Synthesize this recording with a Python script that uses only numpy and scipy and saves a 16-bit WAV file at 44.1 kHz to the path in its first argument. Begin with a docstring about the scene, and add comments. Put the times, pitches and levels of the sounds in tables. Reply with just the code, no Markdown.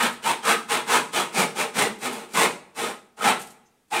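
"""A hand saw rasps to and fro through the brittle rim of a tank, quickly at first, then with pauses.
Teeth and crumbling grit shake the rim, the tank booms under each stroke, and the blade rings
at pitches that change with its free length. Now and then the blade sticks and squeaks.
Chips break away, and a small, hard-walled workshop echoes over a faint steady noise."""
import sys
import numpy as np
from scipy import signal
from scipy.fft import rfft, irfft
from scipy.io import wavfile
from scipy.ndimage import uniform_filter1d

SR = 44100
rng = np.random.default_rng(int(sys.argv[2]) if len(sys.argv) > 2 else 0)


def generate_wav(sig):
    """Save sig (samples, or channels by samples) to the path in sys.argv[1] as 16-bit PCM at SR."""
    pcm = np.round(np.clip(np.atleast_2d(sig).T, -1, 1) * 32767).astype(np.int16)
    wavfile.write(sys.argv[1], SR, pcm)


N = 176400

# Saw strokes: start/s, time to full speed/s, length/s, rasp level/dB, boom level/dB, hiss level/dB,
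# swell (higher = force builds later), low ring f/Hz, its level/dB, high ring f/Hz, its level/dB.
# The blade's two ring levels are relative to the rasp, before a small shared cut.
STROKES = [(-0.031, 0.077, 0.15, -19.5, -30, -28.5, 0.72, 935, -12, 1580, -7),
           (0.207, 0.083, 0.17, -20.6, -31.0, -28, 2.66, 914, -2, 2940, -13.5),
           (0.419, 0.095, 0.16, -17, -27.5, -24.5, 1.55, 1264, -2, 1570, -6),
           (0.676, 0.051, 0.18, -21.5, -32.5, -28.5, 1.9, 957, -16.5, 1233, -18),
           (0.858, 0.095, 0.18, -17.5, -27, -24.5, 1.34, 975, -4, 1575, -5),
           (1.115, 0.056, 0.18, -21.5, -30.1, -27.5, 2.06, 940, -10, 3280, -10.5),
           (1.309, 0.099, 0.18, -19.5, -26, -24.5, 2.44, 770, -6.5, 2289, -6),
           (1.541, 0.072, 0.15, -23.5, -29.5, -29.5, 1.74, 847.5, -6, 2400, -12),
           (1.718, 0.088, 0.2, -20, -25, -25.5, 2.74, 795.6, -12.5, 1950, -8.5),
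           (1.98, 0.085, 0.14, -27.5, -32, -32, 2.76, 995, -22, 2370, -8),
           (2.078, 0.053, 0.26, -35.5, -39.5, -41.5, 1.4, 813.3, -6, 2400, -16),
           (2.282, 0.064, 0.094, -46, -47.8, -48.5, 1.0, 906, -4.5, 2410, -13.5),
           (2.339, 0.091, 0.17, -18, -24.5, -23.5, 0.59, 1041, -7, 2087, -9),
           (2.732, 0.08, 0.27, -28, -33, -33.5, 2.86, 821, -9.5, 2477, -18),
           (3.162, 0.041, 0.26, -38, -43.6, -47.0, 1.79, 830.6, -1.5, 1330, -4.5),
           (3.194, 0.091, 0.17, -16.5, -27.5, -26, 2.37, 842, -4.5, 1280, -6.5),
           (3.899, 0.055, 0.23, -23, -34.5, -31.5, 2.29, 867, -5.5, 2447, -6.5)]


def amp(db):
    """Turns decibels into a number to multiply by."""
    return 10 ** (np.asarray(db) / 20)


def unit(x):
    """Scales a signal to an average strength (rms) of 1."""
    return x / np.sqrt(np.mean(x ** 2) + 1e-20)


def read(points, hz):
    """Looks up values between a table's rows, with octaves evenly spaced."""
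    f, value = np.transpose(points)
    return np.interp(np.log(hz + 1), np.log(f + 1), value)


def colour(x, points, modes=(), mode_width_hz=20):
    """Gives a sound the tone in a table, with a narrow peak or dip at each mode; rms 1."""
    hz = abs(np.fft.fftfreq(8192, 1 / SR))
    peaks_db = sum(lift / (1 + (2 * (hz - f) / mode_width_hz) ** 2) for f, lift in modes)
    log_gain = np.log(amp(read(points, hz) + peaks_db))
    taps = np.fft.ifft(np.exp(np.conj(signal.hilbert(log_gain)))).real  # rings only after a hit
    return unit(signal.oaconvolve(x, taps)[:len(x)])


def ring(x, hz, width):
    """Makes a sound ring near one pitch by filtering it twice; rms 1."""
    b, a = signal.iirpeak(hz, hz / width, SR)
    return unit(signal.lfilter(b, a, signal.lfilter(b, a, x)))


def wander(hz):
    """A smooth random wobble, mostly slower than the given rate; rms 1."""
    spectrum = rfft(rng.standard_normal(N))
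    return unit(irfft(spectrum / (1 + (np.fft.rfftfreq(N, 1 / SR) / hz) ** 4), N))


def background():
    """A faint, steady, mostly low noise."""
    tone = [(20, -4.5), (70, -6), (200, 2.5), (800, -9), (2000, -12), (5000, -16.5), (9000, -16),
            (15500, -22.5)]  # tone of the quiet room: f/Hz, level/dB
    return amp(-68.5) * colour(rng.standard_normal(N), tone)


def echoes():
    """The room's answer to a click: the click itself, near reflections, a quick and a slow tail."""
    quick_fade = [(100, 0.76), (300, 0.29), (1500, 0.31), (8000, 0.35), (15000, .27)]  # quick tail: f/Hz, time to fade by 60 dB/s
    quick_tone = [(100, 1.5), (350, 2), (900, -3.5), (2500, -5), (9000, -5), (15000, -7)]  # quick tail: f/Hz, level/dB
    slow_tone = [(100, -5), (400, -9.5), (1000, -17), (3000, -21), (9000, -25.5), (15000, -32.5)]  # slow tail: f/Hz, level/dB
    slow_fade_s, tail_delay_s = 0.8, .011
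    early_gain, early_fade_s, early_per_s = amp(-5), 0.0077, 3000
    t = np.arange(SR) / SR
    early = rng.choice([-1., 1.], SR) * (rng.random(SR) < early_per_s / SR)
    early *= np.exp(-t / early_fade_s) * (t > .001)
    near = early_gain * early / np.linalg.norm(early) + (t == 0)
    hz, age, tails = signal.stft(rng.standard_normal((2, SR)) * (t > tail_delay_s), SR, nperseg=256)
    hz = hz[:, None]
    quick, slow = amp(read(quick_tone, hz)), amp(read(slow_tone, hz))
    total = signal.stft(near, SR, nperseg=256)[2]
    for noise, gain, fade_s in zip(tails, (quick, slow), (read(quick_fade, hz), slow_fade_s)):
        fade = amp(-60 * age / fade_s) * (age > tail_delay_s)
        total += gain * noise * fade / np.sqrt(SR * np.mean(fade ** 2, axis=-1, keepdims=True))
    energy = 1 + early_gain ** 2 + quick ** 2 + slow ** 2
    return signal.istft(total / np.sqrt(energy), SR, nperseg=256)[1]


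def workshop(x, t, count=5, cycles_per_s=5.3):
    """As saw and arm move, the sound passes round several sets of echo paths."""
    place = (t * cycles_per_s * count) % count
    out = np.zeros(N)
    for k in range(count):
        distance = abs((place - k + count / 2) % count - count / 2)
        share = np.clip(1.5 - 2 * distance, 0, 1)
        out += signal.fftconvolve(x * share, echoes())[:N]
    return out


def chips(t, rise_s=0.0044, fade_s=0.014):
    """Short, bright crunches as bits of the rim break away."""
    crunches = [(0.031, -26), (.13, -44), (.59, -47), (1.99, -48), (2.13, -36), (3.397, -38),
                (3.418, -37.5), (3.472, -46.5), (3.508, -49.5), (3.886, -67.5)]  # chips and tooth ticks: t/s, level/dB
    tone = [(500, -9), (3000, -5), (6000, -6.5), (8800, 0.5), (11000, -7.5), (13500, -7.5), (16000, -23.5)]  # tone of a chip: f/Hz, level/dB
    level = sum(amp(db) * np.exp(-abs(t - s) / np.where(t < s, rise_s, fade_s)) for s, db in crunches)
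    return level * colour(rng.laplace(size=N), tone)


def squeaks(t, swell_s=.026):
    """The steel blade sticks in the cut and squeaks briefly."""
    sticks = [(.245, 2930, 200, -37.5), (.44, 3160, 250, -41), (1.609, 2360, 180, -27),
              (3.222, 1314, 120, -29), (3.668, 6110, 1804, -65), (3.935, 824, 90, -26.5),
              (3.968, 847, 90.16, -25)]  # squeaks: loudest at t/s, f/Hz, filter width/Hz, level/dB
    out = np.zeros(N)
    for peak_s, hz, width, db in sticks:
        on = abs(t - peak_s) < swell_s
        swell = np.cos(np.pi * (t[on] - peak_s) / swell_s) * .5 + .5
        out[on] += amp(db) * swell * ring(rng.standard_normal(N)[on], hz, width)
    return out


def speed(t, rise, length):
    """The blade speeds up from 0 to 1, then slows to a stop at the end of its stroke."""
    return np.sin(np.pi * np.interp(t, [0, rise, max(length, rise + .01)], [0, .5, 1])).clip(0)


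def force(t, rise, length, swell, ease=2.49):
    """A faster blade cuts harder; swell shapes the build-up and ease the letting go."""
    return speed(t, rise, length) ** np.where(t < rise, max(swell, .1), ease)


def cutting(t):
    """Teeth strike unevenly, more often as the blade speeds up, amid breaking grit and rubbing."""
    full_speed_teeth_per_s, tooth_jitter, bite_spread_db = 701, .25, 3.5
    grit_per_s, grit_spread_db = 3500, 2.5
    pace = np.max([speed(t - start, rise, length) for start, rise, length, *_ in STROKES], 0)
    tooth_rate = full_speed_teeth_per_s * (.3 + .7 * pace) * np.exp(tooth_jitter * wander(hz=200))
    teeth = np.diff(np.floor(np.cumsum(tooth_rate) / SR), prepend=0)  # one click for each tooth
    teeth *= amp(bite_spread_db * rng.standard_normal(N).clip(-2, 2))
    teeth -= uniform_filter1d(teeth, size=400)  # keep the shaking, drop the steady push
    grit = (rng.random(N) < grit_per_s / SR) * rng.choice([-1, 1], N)
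    grit = grit * amp(grit_spread_db * rng.exponential(1, N).clip(0, 4))
    rubbing = rng.standard_normal(N)
    judder = amp(0.63 * wander(hz=70))
    return (unit(teeth) + amp(-1.5) * unit(grit) + amp(-1) * rubbing) * judder


def saw(t):
    """Each stroke makes the rim rasp, the tank boom, the teeth hiss and the blade ring at two pitches."""
    rim_tone = [(200, -48), (500, -19), (600, -8.5), (720, -5.5), (810, 0.5), (1080, -0.5), (1160, -1),
                (1450, -3), (1850, -3.5), (2200, -3.5), (2500, -2.5), (3000, -6), (3800, -7.5), (4500, -13),
                (7000, -31), (16000, -47)]  # the rim's rasp: f/Hz, level/dB
    tank_tone = [(30, -38.5), (65, -23.5), (100, -28), (125, -19), (146, -7.5), (170, -8), (208, -1),
                 (245, 2), (300, -6.5), (345, 1), (400, -0.5), (460, 3.5), (520, -8), (700, -12),
                 (1500, -48)]  # the tank's boom: f/Hz, level/dB
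    teeth_tone = [(1500, -38.5), (4000, -1), (5000, -0.5), (7000, -2), (8200, 0), (9000, 0.5), (10000, -5),
                  (11500, -12.5), (13200, -12), (15800, -19.5)]  # the teeth's hiss: f/Hz, level/dB
    wall_modes = [(147, 3), (209, 4.5), (449, 2.5), (807, 3), (868, 2), (942, 5), (1066, 1.5), (1258, 10),
                  (1326, 1.5), (1476, 3.5), (1707, -1.5), (2004, 2.5), (2105, 3)]  # pitches at which the tank wall rings: f/Hz, level change/dB
    low_width_hz, high_width_hz, blade_db = 207, 300, -1
    hiss_lead_s, hiss_power = 0.0052, 1.09  # the hiss comes early and follows the force more steeply
    drive, out = cutting(t), np.zeros(N)
    rasp = colour(drive, rim_tone, wall_modes)
    boom = colour(drive, tank_tone, wall_modes)
    hiss = colour(drive, teeth_tone)
    for start, rise, length, rasp_db, boom_db, hiss_db, swell, *rings in STROKES:
        low_hz, low_db, high_hz, high_db = rings
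        on = (t > start - hiss_lead_s) & (t < start + length)
        age, chatter = t[on] - start, rng.standard_normal(N)[on]
        blade = amp(low_db) * ring(chatter, low_hz, low_width_hz)
        blade += amp(high_db) * ring(chatter, high_hz, high_width_hz)
        ringing_rasp = unit(unit(rasp[on]) + amp(blade_db) * blade)
        body = amp(rasp_db) * ringing_rasp + amp(boom_db) * unit(boom[on])
        out[on] += force(age, rise, length, swell) * body
        hiss_force = force(age + hiss_lead_s, rise, length, swell) ** hiss_power
        out[on] += hiss_force * amp(hiss_db) * unit(hiss[on])
    return out


def scene():
    """Saw, chips and squeaks in the quiet workshop, the same in both ears."""
    t = np.arange(N) / SR
    mono = workshop(saw(t) + chips(t) + squeaks(t), t) + background()
    return np.array([mono, mono])


def record(dry, cutoff_hz=15800):
    """Takes away the very highest treble."""
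    low_pass = signal.firwin(511, cutoff_hz, window=("kaiser", 9), fs=SR)
    return signal.oaconvolve(dry, low_pass[None], "same")


dry = scene()
out = record(dry)
generate_wav(out)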